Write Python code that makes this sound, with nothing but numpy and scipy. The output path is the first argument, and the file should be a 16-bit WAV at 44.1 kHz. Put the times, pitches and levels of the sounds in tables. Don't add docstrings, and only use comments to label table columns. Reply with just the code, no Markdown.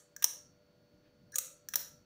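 import sys
import numpy as np
from scipy import signal
from scipy.fft import rfft, irfft, next_fast_len
from scipy.io import wavfile
from scipy.ndimage import map_coordinates

SR = 44100
rng = np.random.default_rng(int(sys.argv[2]) if len(sys.argv) > 2 else 0)


def attenuation_scalar(level_db):
    decades = np.asarray(level_db, float) / 20
    return 10 ** decades


def dump(signal):
    limited = np.clip(np.atleast_2d(signal).T, -1, 1)
    pcm = np.round(limited * 32767).astype(np.int16)
    wavfile.write(sys.argv[1], SR, pcm)


N = 90404
LEAD = SR // 4
LOW_BELOW_HZ = 2000


def along(points, hz):
    f, v = np.transpose(points)
    return np.interp(np.log(hz + 1), np.log(f + 1), v)


def unit(x):
    return x / np.sqrt(np.mean(x ** 2) + 1e-20)


def coloured(x, tone):
    m = next_fast_len(len(x) + 8192)
    gain = attenuation_scalar(along(tone, np.fft.rfftfreq(m, 1 / SR)))
    return irfft(rfft(x, m) * gain, m)[:len(x)]


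def wobble(knots_per_s):
    knots = rng.standard_normal(N // 1000 + 9)
    return map_coordinates(knots, [np.arange(N) * knots_per_s / SR])


# (frequency [Hz], relative density [dB])
AIR_TONE = [(25, -18.5), (60, -8.5), (100, -5.5), (150, -4.5), (304, -9), (410, -12), (538, -18),
            (600, -9.5), (690, -18.5), (952, -22.5), (1430, -24.5), (3060, -28), (6000, -29.5),
            (7700, -41.5), (13900, -43), (14500, -33), (15600, -35), (15900, -65)]
# (time [s], relative level [dB])
RUMBLE = [(0, -65.5), (.2, -65), (.29, -75.5), (.36, -74), (.45, -71.5), (.62, -70), (.7, -71),
          (.84, -67.5), (.9, -71), (.96, -68), (1.05, -73.5), (1.17, -77), (1.24, -67), (1.33, -73),
          (1.46, -74.5), (1.63, -74.5), (1.72, -68), (1.86, -69.5), (1.94, -66), (2.0, -65.5), (2.05, -70)]


def air():
    air_db, swell_spread_db = -70, 4.5
    noise = unit(coloured(rng.standard_normal(N), AIR_TONE))
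    low = coloured(noise, [(300, 0), (500, -60)])
    swell_db = np.interp(np.arange(N) / SR, *np.transpose(RUMBLE))
    swell = attenuation_scalar(swell_db - swell_db.mean() + swell_spread_db * wobble(2.7))
    return attenuation_scalar(air_db) * (noise + low * (swell - 1))


# (frequency [Hz], rms level [dB])
HUM = [(156.1, -80), (301.5, -83), (489.9, -77), (586.8, -76.5), (1421, -87.5), (1470, -96.5), (1642, -96),
       (4188, -103), (4457, -83.5)]


def hum():
    t = np.arange(N) / SR
    out = 0
    for hz, rms_db in HUM:
        out = out + np.sqrt(2) * attenuation_scalar(rms_db) * np.sin(2 * np.pi * hz * t + 1.6 * wobble(6))
    return out


# (frequency [Hz], t60 [s])
ROOM_T60 = [(500, .35), (1400, 0.33), (3000, 0.3), (6000, 0.34), (9000, 0.28), (15000, 0.23)]
# (frequency [Hz], relative gain [dB])
ROOM_TONE = [(500, 9), (900, -3), (1400, 1.5), (3000, 2.5), (6000, -1), (9000, -0.5), (15000, -0.5),
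             (15700, -5), (16000, -43)]


def room(x):
    near_db, near_t60_s, build_up_s = -13.5, 0.09, 0.072
    hz, t, z = signal.stft(rng.standard_normal(SR // 2), SR, nperseg=128)
    far = attenuation_scalar(-60 * t / along(ROOM_T60, hz)[:, None]) * (1 - np.exp(-t / build_up_s))
    near = attenuation_scalar(near_db - 60 * t / near_t60_s)
    shape = attenuation_scalar(along(ROOM_TONE, hz)[:, None]) * (far + near)
    tail = signal.istft(z * shape, SR, nperseg=128)[1]
    return signal.fftconvolve(x, tail / np.linalg.norm(tail))


# (frequency [Hz], relative level [dB], ring length [multiple of click t60])
BODY = [(535, 1, 7), (924, -3.5, 1.8), (1235, -1, 2.5), (1450, -6.5, 1.5), (1642, 2, 1.5), (1856, -1, 1.3),
        (2600, 0, 1.1), (3275, -3, 1.1), (3905, 1.5, 1.1), (5650, -3, 1.1), (5881, 9.5, 1.2),
        (6474, -2, 1.3), (6820, -6, 1.2), (7840, -6, 1.2), (8430, 4.2, 1.05), (10000, 4.5, 1.1),
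        (11150, -1, 1.1), (12000, 5, 1.1), (13700, 3.5, 1.1), (14650, 6, 1.2), (15400, -6, 1.1)]


def click(t60_ms, thud_db, rise_ms, tone, bounce):
    crack_db, scatter_db = -1.5, -1
    crack_full_above_hz, crack_bass_db = 2400, -7
    t = np.arange(SR // 8) / SR
    hz, mode_db, ring = np.transpose(BODY)[:, :, None]
    weight = attenuation_scalar(along(tone, hz) + mode_db + thud_db * (hz < LOW_BELOW_HZ))
    weight = weight / np.linalg.norm(weight)
    thin = [(f, db + crack_bass_db * (f < crack_full_above_hz)) for f, db in tone]
    out = 0
    for ms, db in [(0.015, 0)] + bounce:
        u_ms = np.maximum(1000 * t - ms, 0)
        scatter = rng.standard_normal(hz.shape)
        phase = rng.uniform(0, 2 * np.pi, hz.shape)
        decay = attenuation_scalar(scatter_db * scatter - 60 * u_ms / (t60_ms * ring))
        modes = weight * decay * np.sin(2 * np.pi * hz * t + phase)
        crack = attenuation_scalar(crack_db - 60 * u_ms / t60_ms) * unit(coloured(rng.standard_normal(len(t)), thin))
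        rise = np.sin(np.pi / 2 * np.minimum(u_ms / rise_ms, 1)) ** 2
        out = out + attenuation_scalar(db) * rise * (modes.sum(0) + crack)
    return out / np.linalg.norm(out) * np.sqrt(t60_ms * SR / 40000)


def clicks(rows, rise_ms, tone, bounce):
    out = np.zeros(N + LEAD + SR)
    for s, db, t60_ms, thud_db, send_db in rows:
        blow = attenuation_scalar(db) * click(t60_ms, thud_db, rise_ms, tone, bounce)
        wet = attenuation_scalar(send_db) * room(blow)
        at = round(s * SR) + LEAD
        out[at:at + len(blow)] += blow
        out[at:at + len(wet)] += wet
    return out[LEAD:LEAD + N]


# (time [s], level [dB], t60 [ms], low thud [dB], room send [dB])
COCKS = [(1.3567, -17.5, 21, .1, -8), (1.3837, -13, 13.2, -4, -9)]
EARLIER_COCK = [(-.15, -15, 20, .1, -9.5)]
# (frequency [Hz], relative level [dB])
COCK_TONE = [(300, -54), (540, -28.5), (800, -30.5), (1200, -19.5), (1700, -17.5), (2600, -19),
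             (3860, -14.5), (4900, -17.5), (5800, -13.5), (6800, 2), (7700, -6), (8700, -5), (9400, -11.5),
             (10300, -6), (13700, -16), (14900, -3.5), (16800, -27)]
# (delay [ms], level [dB])
COCK_BOUNCE = [(1.7, -8.5), (4.2, -7.5), (11, -22)]


def cocking():
    return clicks(COCKS + EARLIER_COCK, 1, COCK_TONE, COCK_BOUNCE)


# (time [s], level [dB], t60 [ms], low thud [dB], room send [dB])
TRIPS = [(.1638, -31.5, 16, 1.7, -9), (1.6866, -27, 15.2, -1.4, -8.5)]
# (frequency [Hz], relative level [dB])
TRIP_TONE = [(500, -55), (1100, -37), (1450, -18.5), (1700, -1), (2000, -21.5), (2800, -27.5), (4200, -16),
             (5000, -23), (5700, -4.5), (6700, -1), (7600, -13.5), (9500, -17), (13500, -17), (15000, -5),
             (16800, -27)]
# (delay [ms], level [dB])
TRIP_BOUNCE = [(1.799, -5.5)]


def release():
    return clicks(TRIPS, 0.97, TRIP_TONE, TRIP_BOUNCE)


# (time [s], level [dB], t60 [ms], low thud [dB], room send [dB])
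OPENS = [(.2233, -23.5, 22, 0.09, -11.5), (1.7367, -21.5, 16, 0.67, -11.5)]
# (frequency [Hz], relative level [dB])
OPEN_TONE = [(350, -47.5), (600, -25), (1510, -4), (3480, -2), (4660, -12.5), (5740, -1), (7700, -14.5),
             (11100, -6), (13300, -18.5), (15000, 1.5), (16800, -20.5)]
# (delay [ms], level [dB])
OPEN_BOUNCE = [(2.2, -8.5), (4.2, -2.5)]


def blades_open():
    return clicks(OPENS, 1.1, OPEN_TONE, OPEN_BOUNCE)


# (time [s], level [dB], t60 [ms], low thud [dB], room send [dB])
TICKS = [(.2385, -41, 8, .1, -8.5), (.2403, -25.5, 5.9, .1, -8.5), (1.7523, -46, 11, .1, 14)]
# (frequency [Hz], relative level [dB])
SHUT_TONE = [(300, -45), (540, -32), (720, -28), (900, -16), (1300, -25.5), (1700, -19), (2600, -19),
             (4000, -14.5), (5000, -19.5), (5450, -2.5), (6100, -4), (6900, -3.5), (7800, -17),
             (8600, -9.5), (9300, -18), (10500, -8.5), (12700, -12), (14000, -16), (14800, 1.5),
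             (15600, -18.5), (16800, -27)]


def ticks():
    return clicks(TICKS, 0.6, SHUT_TONE, [])


# (time [s], level [dB], t60 [ms], low thud [dB], room send [dB])
SHUTS = [(.2421, -4, 9.65, .1, -12), (1.756, -11.5, 16, 2.3, -7)]
# (delay [ms], level [dB])
SHUT_BOUNCE = [(2.4, -19.5), (5, -13.5), (11, -20.5)]


def blades_shut():
    return clicks(SHUTS, 1.4, SHUT_TONE, SHUT_BOUNCE)


# (frequency [Hz], level before decay [dB], t60 [s])
SPRING = [(593.3, -60, .8), (1343, -67, 1)]


def spring():
    swell_s = 0.06
    out = 0
    for s in [row[0] for row in SHUTS + COCKS[-1:]]:
        u = np.maximum(np.arange(N) / SR - s, 0)
        for hz, db, t60_s in SPRING:
            level = attenuation_scalar(db - 60 * u / t60_s + 2.3 * wobble(15)) * (1 - np.exp(-u / swell_s))
            out = out + level * np.sin(2 * np.pi * hz * u)
    return out


# (frequency [Hz], relative level [dB])
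RUSTLE_TONE = [(500, -31), (1000, -8), (1700, 2), (5000, -8), (8000, -38)]


def rustle():
    centre_s, level_db, length_s = 1.065, -77, 0.035
    envelope = np.exp(-((np.arange(N) / SR - centre_s) / length_s) ** 2)
    return attenuation_scalar(level_db) * envelope * unit(coloured(rng.standard_normal(N), RUSTLE_TONE))


# (time [s], level [dB], low groan against the rest [dB])
CREAK = [(1.3194, -77, -11), (1.3205, -52.5, -32), (1.325, -58, -4), (1.331, -64.5, 8.5), (1.339, -61, 9),
         (1.344, -50.5, 6), (1.347, -52.5, -1.5), (1.3548, -49, -2)]
# (frequency [Hz], width [Hz], relative level [dB])
CREAK_RINGS = [(1680, 130, -3), (4100, 300, -15.5), (5860, 350, -3.5), (6620, 400, -7), (8700, 350, -9.5),
               (9500, 700, -15), (12700, 600, -29), (14900, 1200, -13)]


def creak():
    slips_per_s = 500
    time_s, level_db, groan_db = np.transpose(CREAK)
    now_s = np.arange(N) / SR
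    groan_db = np.interp(now_s, time_s, groan_db)
    t = np.arange(SR // 40) / SR
    out = 0
    for hz, width_hz, ring_db in CREAK_RINGS:
        slips = rng.choice([-1, 1], N) * (rng.uniform(size=N) < slips_per_s / SR)
        ring = t * np.exp(-np.pi * width_hz * t) * np.sin(2 * np.pi * hz * t)
        gain = attenuation_scalar(ring_db + groan_db * (hz < LOW_BELOW_HZ))
        out = out + gain * unit(signal.fftconvolve(slips, ring)[:N])
    return attenuation_scalar(np.interp(now_s, time_s, level_db, -120, -120)) * out


def scene():
    camera = release() + blades_open() + blades_shut() + cocking() + ticks()
    return (camera + creak() + spring() + air() + rustle() + hum())[None]


def band_limit(x):
    return signal.sosfilt(signal.butter(12, 16970, fs=SR, output="sos"), x)


def record(dry):
    return band_limit(dry)


dry = scene()
out = record(dry)
dump(out)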